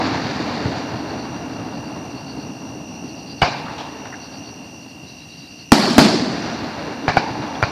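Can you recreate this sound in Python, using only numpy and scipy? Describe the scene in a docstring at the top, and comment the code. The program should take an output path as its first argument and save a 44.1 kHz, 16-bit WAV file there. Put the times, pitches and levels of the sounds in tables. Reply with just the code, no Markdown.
"""Fireworks at night over houses, loud enough to overload one small microphone.
An earlier shell's glitter sizzles out among far shells' booms. Mortars (launch tubes) thump and ring
as their charges fire, and two shells burst overhead, each with a sharp jump in air pressure.
Houses scatter each bang, buildings slap it back, and the echoes roll on far away.
In the lulls, crickets and katydids sing by rubbing their wings."""
import sys
import numpy as np
from scipy import signal
from scipy.fft import rfft, irfft, next_fast_len
from scipy.io import wavfile
from scipy.ndimage import uniform_filter1d

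SR = 44100
rng = np.random.default_rng(int(sys.argv[2]) if len(sys.argv) > 2 else 0)


def int16_out(signal):
    """Quantize to a 16-bit WAV file."""
    q = np.round(np.clip(np.atleast_2d(signal).T, -1, 1) * 32767)
    wavfile.write(sys.argv[1], SR, q.astype(np.int16))


N = 340011
TIME = np.arange(N) / SR

# Shells bursting: t/s, blast/dB, scatter off near houses/dB, echo tail/dB, factor on the tail's length
BURSTS = [(5.7196, 20.5, -8.5, -14, 1.69), (5.981, 20.5, -8, -8.5, 0.63)]
# Notes that hang between houses: f/Hz, level over the tail/dB, t60/s (the time to fade by 60 dB)
HOUSE_TONES = [(217, -2, 0.68), (279, -8.5, 0.63), (367, -7, 0.61)]
# Mortars firing: t/s, pulse/dB, pulse width/ms, share kept per bounce, hollow ring/dB, bright ring/dB,
# thump/dB, leak/dB, wall delay/s, wall echo/dB, scatter/dB, echo tail/dB,
# low overtone/Hz, its level/dB, high overtone/Hz, its level/dB, whistle/Hz, its level/dB
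LAUNCHES = [(3.4197, -5, 0.14, 0.6, -5, -12, -10, -7.5, 0.013, -5, -11, -15.5, 1550, -31, 2270, -12, 4730, -17),
            (7.0806, -3.5, .14, 0.23, -9.5, -48, -12, -24, .0175, -11, -12.5, -20.5, 1650, -17, 2370, -17, 4300, -23),
            (7.1703, -3, 0.21, 0.8, -3.5, -45, -12.5, -12, .0055, -15, -13, -25.5, 1430, -16, 2290, -14, 4520, -15.5),
            (7.6272, -0.5, 0.15, 0.084, -40, -46, -11, -18, 0.0095, -2.5, -17, -25.5, 1380, -12.5, 2380, -17, 4590, -17)]
# Smeared echoes off buildings: delay/s, level/dB, f/Hz, width/octaves, t60/s
BURST_SLAPS = [(0.027, -18.5, 4630, 0.2, 0.09), (.028, -16, 794, 0.52, 0.078), (.035, -18, 265, 0.12, 0.32),
               (.095, -23, 4530, 0.11, 0.48), (.14, -27, 4650, .09, .2), (.79, -29, 627, 0.091, .19)]
LAUNCH_SLAPS = [(.085, -26.5, 864, 0.12, 1.5), (.224, -23.5, 135, 0.3, 0.13), (.366, -29.5, 810, 0.27, 0.8),
                (0.379, -28, 3400, .05, 0.043), (0.634, -31, 1900, 0.4, .11), (0.705, -18, 1650, .2, .035),
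                (.719, -17, 1650, 0.19, 0.041)]  # levels count from the launch's pulse
# Flat walls that send a burst back as a knock: delay/s, level/dB, f/Hz, half length/s
WALL_KNOCKS = [(0.057, -16, 295, 0.019), (.08, -12, 225, 0.0061), (0.164, -11.5, 383, 0.0049),
               (.197, -14.5, 227, .012), (.251, -13, 255, .011), (0.289, -16, 216, 0.0094)]
# Booms and pops of far shells, and lone echoes of the launches and bursts:
# t/s, level/dB, f/Hz, t60 of the grumble/s
BOOMS_AND_ECHOES = [(.001, -8.5, 300, 0.064), (.002, -11.5, 755, .15), (0.042, -21, 1490, 0.082),
                    (0.099, -22, 115, .1), (.238, -13.5, 128, .1), (.399, -14, 310, 0.063),
                    (0.485, -23, 280, 0.18), (.505, -18.5, 790, 0.15), (0.653, -10.5, 125, 0.23),
                    (.656, -18, 424, 0.42), (.73, -24, 700, 0.28), (0.761, -17, 130, .08),
                    (.925, -18.5, 112, 0.062), (2.372, -15, 281, 0.065), (2.752, -16.5, 286, 0.053),
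                    (3.04, -17.5, 264, 0.065), (3.436, -16.5, 137, .15), (3.665, -26.5, 1150, 0.51),
                    (3.78, -29, 3300, 0.49), (3.805, -24, 740, 0.2), (6.333, -15, 270, 0.22),
                    (6.52, -18, 248, 0.21), (6.865, -20, 285, 0.68), (7.035, -16.5, 280, 0.23),
                    (7.159, -15, 260, 0.27), (7.375, -13.5, 290, .09)]
# How long echoes last at each pitch, before each bang's own length factor: f/Hz, t60/s
STREET_DECAY = [(80, 1.75), (230, 1.94), (700, 0.92), (2000, 1), (4600, 1.44), (9000, 0.91), (15000, 0.3)]
ROLL_DECAY = [(80, 18), (170, 19), (280, 16.1), (450, 12.7), (800, 12.4), (1800, 7.35), (4500, 7.1)]
# The tone of each noise, from bass to treble: f/Hz, relative level/dB
BURST_SPECTRUM = [(45, -53), (100, -24), (160, -5), (215, -4.5), (295, -3), (480, -14), (630, -6.5),
                  (850, -10.5), (1200, -15), (3100, -22), (3900, -21), (4600, -16), (5400, -23.5),
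                  (6300, -28), (9000, -36.5), (12500, -40), (15000, -61)]
LAUNCH_SPECTRUM = [(40, -39), (140, -4.5), (330, -14), (480, -10), (750, 1), (920, -4.5), (1130, -4),
                   (1300, -12), (1600, -5), (1950, -14), (2350, -7), (3300, -22.5), (3800, -16.5),
                   (4600, -15), (5500, -23), (8000, -43), (14000, -101)]
RUMBLE_SPECTRUM = [(25, -40), (45, -27), (70, -5), (135, 1.5), (205, 1.5), (280, 7.5), (330, 3), (400, -16),
                   (600, -77)]
ROAR_SPECTRUM = [(200, -28.5), (400, -1), (520, -3.5), (700, 0), (880, -1.5), (1100, -5), (1300, -7),
                 (1700, -5), (2000, -9), (2400, -9), (3200, -17), (4500, -9.5), (5500, -21), (7000, -31.5),
                 (9500, -73), (15000, -88)]
GLITTER_SPECTRUM = [(200, -32), (450, 1), (800, 1), (1200, -1), (1800, 1.5), (2400, -3), (3300, -5.5),
                    (4500, 2), (5600, -11), (7000, -18.5), (8200, -29), (9500, -71)]
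RASP_SPECTRUM = [(3000, -18), (3800, -18), (4100, -7), (4300, -5.5), (4470, -2.5), (4560, -10), (4660, 1.5),
                 (4880, -14), (5100, -10), (5400, -19), (7000, -44), (10000, -68)]
AIR_SPECTRUM = [(40, -24), (150, 21), (500, -12), (2000, 7.5), (4500, 3), (6600, 0.5), (7800, -5),
                (9000, 1.5), (10000, -9), (14500, -6.5), (15500, -32)]
# Phrases of the nearest katydids: t/s, number of syllables, rasp/dB, wing note/Hz, its level/dB
KATYDID_PHRASES = [(.94, 3, -44, 4480, -48), (1.485, 4, -50, 4670, -49), (2.135, 3, -45, 4460, -46.5),
                   (3.03, 3, -46, 4700, -54), (3.25, 2, -43, 4730, -47), (4.19, 3, -44.5, 4480, -51),
                   (4.85, 1, -54, 4660, -54), (5.05, 4, -47.5, 3930, -52), (5.34, 2, -48, 4650, -51),
                   (5.555, 1, -45, 4470, -49)]
# Far crickets singing together: f/Hz, width/octaves, level/dB
CRICKET_CHORUS = [(5770, 0.037, -48.5), (4620, 0.1, -56), (2680, 0.066, -54.5)]
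# The rolling echo of each kind of bang: rumble/dB, roar/dB, factor on its length
EARLIER_ROLL, SHELL_ROLL, MORTAR_ROLL = (-22, -20.5, 0.99), (-31.5, -28, 1), (-36.5, -30.5, 0.47)


def shells(mic_ring_hz=256):
    """A burst's shock hits with a short, deep ring in the overloaded microphone; the houses echo it."""
    out, t = np.zeros(N), TIME[:2 * SR]
    for start, blast_db, scatter_db, tail_db, stretch in BURSTS:
        # the shock, then its bounces off ground and wall
        crack = shock(t, 0.00072) + 0.51 * shock(t - .0015, 0.00069) + .5 * shock(t - .0027, 0.00019)
        mic_ring = -.55 * sine(t, mic_ring_hz) * np.exp(-(t / 0.0092) ** 4) * rise(t, 0.0041)
        tearing = 0.13 * noise(BURST_SPECTRUM, len(t), grain=0.58) * fade(t, 0.052)  # the case rips
        scatter = noise(BURST_SPECTRUM, len(t), grain=0.31) * fade(t, 0.17)
        notes = sum(amp(db) * sine(t, hz) * fade(t, t60) for hz, db, t60 in HOUSE_TONES)
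        tail = street_echo(BURST_SPECTRUM, stretch, grain=0.64) + notes
        echoes = amp(scatter_db) * scatter + amp(tail_db) * tail
        add(out, start, amp(blast_db) * (crack + mic_ring + tearing) + echoes * rise(t, 0.00053))
    return out


def mortars(round_trip_s=0.001295):
    """The launch charge's pulse bounces up and down the tube and rings it; a wall and the street answer."""
    out, t = np.zeros(N), TIME[:2 * SR]
    trips = np.arange(12)[:, None]
    for (start, pulse_db, width_ms, bounce, ring_db, bright_db, thump_db, leak_db, wall_s, wall_db,
         scatter_db, tail_db, low_hz, low_db, high_hz, high_db, whistle_hz, whistle_db) in LAUNCHES:
        offset = (t - .0005 - trips * round_trip_s) / (width_ms / 1000)  # in pulse widths
        pulses = (bounce ** trips * -1.8 * offset * np.exp(-offset ** 2 / 2)).sum(0)
        hollow_ring = amp(ring_db) * sine(t, 1 / round_trip_s) * fade(t, 0.025)
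        overtones = (amp(low_db) * sine(t, low_hz) + amp(high_db) * sine(t, high_hz)) * fade(t, 0.067)
        bright_ring = amp(bright_db) * sine(t, hz=2920) * fade(t, 0.062)
        thump = amp(thump_db) * knock(t - 0.0063, hz=113.5, half_s=0.004)
        bang = amp(pulse_db) * pulses + hollow_ring + thump
        scatter = noise(LAUNCH_SPECTRUM, len(t), grain=0.48) * fade(t, 0.12)
        tail = street_echo(LAUNCH_SPECTRUM, stretch=0.51, grain=0.11)
        echoes = amp(scatter_db) * scatter + amp(tail_db) * tail
        add(out, start, bang + overtones + bright_ring + echoes * rise(t, 0.0053))
        add(out, start + wall_s, amp(wall_db) * bang)
        # gas leaks past the shell just before it leaves, then whistles behind it
        add(out, start - 0.004, puff(leak_db, hz=1670, octaves=0.68, t60=0.026))
        add(out, start + 0.005, puff(whistle_db, whistle_hz, octaves=0.042, t60=0.043))
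    return out


def street_echo(spectrum, stretch, grain):
    """Echoes off houses and trees come in uneven patches, each pitch dying at its own speed."""
    def gain(hz, t):
        return fade(t, stretch * look_up(STREET_DECAY, hz)) * amp(2.2 * patches(hz, t))
    return shape_over_time(noise(spectrum, 2 * SR, grain), gain)


def building_slaps():
    """The same buildings answer every burst and every launch after the same delays."""
    out = np.zeros(N)
    for start, *_ in BURSTS:
        for delay, *echo in BURST_SLAPS:
            add(out, start + delay, puff(*echo))
        for delay, db, hz, half_s in WALL_KNOCKS:
            add(out, start, amp(db) * knock(TIME[:SR] - delay, hz, half_s))
    for start, pulse_db, *_ in LAUNCHES:
        for delay, *echo in LAUNCH_SLAPS:
            add(out, start + delay, amp(pulse_db) * puff(*echo))
    return out


def booms_and_echoes(cycles=18):
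    """Far shells, and lone echoes of the launches and bursts, arrive as short booms with a grumble."""
    out, t = np.zeros(N), TIME[:SR]
    for start, db, hz, t60 in BOOMS_AND_ECHOES:
        boom = sine(t, hz) * fade(t, cycles / hz)
        grumble = .5 * band(hz, 0.35, len(t)) * fade(t, t60)
        add(out, start, amp(db) * (boom + grumble) * rise(t, 1 / hz))
    return out


def rolling_echo():
    """Echoes arrive in lumps from ever farther away, and the air takes their treble."""
    rumble = shape_over_time(noise(RUMBLE_SPECTRUM, N), lambda hz, t: roll_gain(hz, t, 0))
    roar = shape_over_time(noise(ROAR_SPECTRUM, N, grain=0.68), lambda hz, t: roll_gain(hz, t, 1))
    return (rumble + roar) * amp(.9 * drift(16))


def roll_gain(hz, t, part, swell_s=0.17):
    """After each bang the rumble (part 0) or roar (part 1) swells and dies, the treble first."""
    bangs = [(-0.73, EARLIER_ROLL)]  # this shell burst before the scene begins
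    bangs += [(start, SHELL_ROLL) for start, *_ in BURSTS]
    bangs += [(start, MORTAR_ROLL) for start, *_ in LAUNCHES]
    power = 0
    for start, (*levels_db, stretch) in bangs:
        age = np.maximum(t - start, 0)
        dying = fade(age, stretch * look_up(ROLL_DECAY, hz))
        power = power + (amp(levels_db[part]) * rise(age, swell_s) * dying) ** 2
    return np.sqrt(power)


def glitter(db=-34, hold_s=0.76):
    """Countless tiny snaps of burning stars merge into a sizzle that holds, then dies away."""
    burning = fade(np.maximum(TIME - hold_s, 0), t60=0.75)
    flicker_db = 1.5 * drift(33)
    return noise(GLITTER_SPECTRUM, N, grain=0.53) * burning * amp(db + flicker_db)


def tree_cricket(hz=2770, strokes_per_s=59.1, db=-46.5, slip_radians=1.56):
    """Each wing stroke is a short pure note that sags in pitch and starts out of step with the last."""
    strokes = np.cumsum(strokes_per_s * (1 + 0.0054 * drift(2.1))) / SR
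    progress = strokes % 1
    start_phase = np.cumsum(slip_radians * rng.standard_normal(N))[strokes.astype(int)]
    pitch = hz * (1 - 0.059 * (progress - .5) + 0.0037 * drift(119))
    note = np.sin(2 * np.pi * np.cumsum(pitch) / SR + start_phase)
    trill = abs(np.sin(np.pi * progress)) ** 2.2 * note
    return unit(trill) * amp(db + 0.7 * drift(27))


def katydids(syllable_s=0.1116, far_db=-57):
    """Tiny wing teeth scrape out syllables, each a rasp around the wing's note; far ones blur together."""
    rasp_power, notes = amp(far_db + 3.4 * drift(23)) ** 2, 0
    for start, count, rasp_db, note_hz, note_db in KATYDID_PHRASES:
        beat = (TIME - start) / syllable_s
        stroke = abs(np.sin(np.pi * beat)) * ((beat > 0) & (beat < count))
        rasp_power += (amp(rasp_db) * stroke) ** 2
        notes += amp(note_db) * stroke * band(note_hz, octaves=0.015, size=N)
    return np.sqrt(rasp_power) * noise(RASP_SPECTRUM, N, grain=0.29) + notes


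def night():
    """A far chorus of crickets over faint hiss."""
    chorus = sum(band(hz, octaves, N) * amp(db + 1.8 * drift(5)) for hz, octaves, db in CRICKET_CHORUS)
    return chorus + amp(-52) * noise(AIR_SPECTRUM, N)


def shock(t, length_s):
    """A blast wave: a jump in pressure, then suction."""
    age = np.maximum(t, 0) / length_s
    return (t > 0) * (1 - age) * np.exp(-age)


def knock(t, hz, half_s):
    """A rounded blast of a few cycles, centred on t = 0."""
    return np.cos(2 * np.pi * hz * t) * np.exp(-(t / half_s) ** 2)


def puff(db, hz, octaves, t60):
    """A short burst of noise in one band: a smeared echo or a jet of gas."""
    t = TIME[:SR]
    return amp(db) * band(hz, octaves, len(t)) * fade(t, t60) * rise(t, 0.003)


def noise(spectrum, size, grain=0.):
    """A dense crowd of tiny clicks with a given tone; grain makes a few stand out."""
    clicks = rng.standard_normal(size) * np.exp(grain * np.clip(rng.standard_normal(size), -3, 3))
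    return colour(clicks, lambda hz: amp(look_up(spectrum, hz)))


def band(centre_hz, octaves, size):
    """Noise gathered around one pitch."""
    hiss = rng.standard_normal(size)
    return colour(hiss, lambda hz: np.exp(-(np.log2((hz + 1) / centre_hz) / octaves) ** 2 / 4))


def drift(per_s):
    """A smooth random wobble, up to about per_s swings a second."""
    return colour(rng.standard_normal(N), lambda hz: np.exp(-(hz / per_s) ** 2))


def patches(hz, t, width_hz=700, length_s=.02):
    """Random loud and soft patches over pitch and time."""
    field = rng.standard_normal((len(hz), len(t)))
    field = uniform_filter1d(field, size=round(width_hz / hz[1, 0]), axis=0)
    return unit(uniform_filter1d(field, size=round(length_s / t[1]), axis=1))


def colour(x, gain):
    """Turns each frequency up or down by gain(hz), then sets the average strength to 1."""
    size = next_fast_len(len(x))
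    spectrum = rfft(x, size) * gain(np.fft.rfftfreq(size, 1 / SR))
    return unit(irfft(spectrum, size)[:len(x)])


def shape_over_time(x, gain):
    """Turns each frequency up or down from moment to moment by gain(hz, t)."""
    hz, t, slices = signal.stft(x, SR, nperseg=512)
    return signal.istft(slices * gain(hz[:, None], t), SR, nperseg=512)[1][:len(x)]


def look_up(table, hz):
    """Reads between a table's rows, with octaves evenly spaced."""
    f, value = np.transpose(table)
    return np.interp(np.log(hz + 1), np.log(f + 1), value)


def sine(t, hz):
    """A pure tone."""
    return np.sin(2 * np.pi * hz * t)


def rise(t, rise_s):
    """Swells from 0 towards 1."""
    return 1 - np.exp(-t / rise_s)


def fade(t, t60):
    """Dies away by 60 dB in t60 seconds."""
    return np.exp(-np.log(1000) * t / t60)


def amp(db):
    """Turns decibels into a multiplier."""
    return 10 ** (np.asarray(db) / 20)


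def unit(x):
    """Sets the average strength (rms) to 1."""
    return x / np.sqrt(np.mean(x ** 2) + 1e-20)


def add(mix, start_s, sound):
    """Mixes a sound in at start_s."""
    part = mix[max(round(start_s * SR), 0):][:len(sound)]
    part += sound[:len(part)]


def scene():
    """One microphone hears it all, so both channels are alike."""
    bangs = shells() + mortars() + building_slaps() + booms_and_echoes()
    mono = bangs + rolling_echo() + glitter() + tree_cricket() + katydids() + night()
    return np.array([mono, mono])


def record(dry, top_hz=15600):
    """The overloaded microphone flattens the loudest peaks; then the highest treble is cut."""
    clipped = np.clip(dry, -1, 1)
    low_pass = signal.firwin(255, top_hz, window=("kaiser", 8), fs=SR)
    return signal.oaconvolve(clipped, low_pass[None], "same")


dry = scene()
out = record(dry)
int16_out(out)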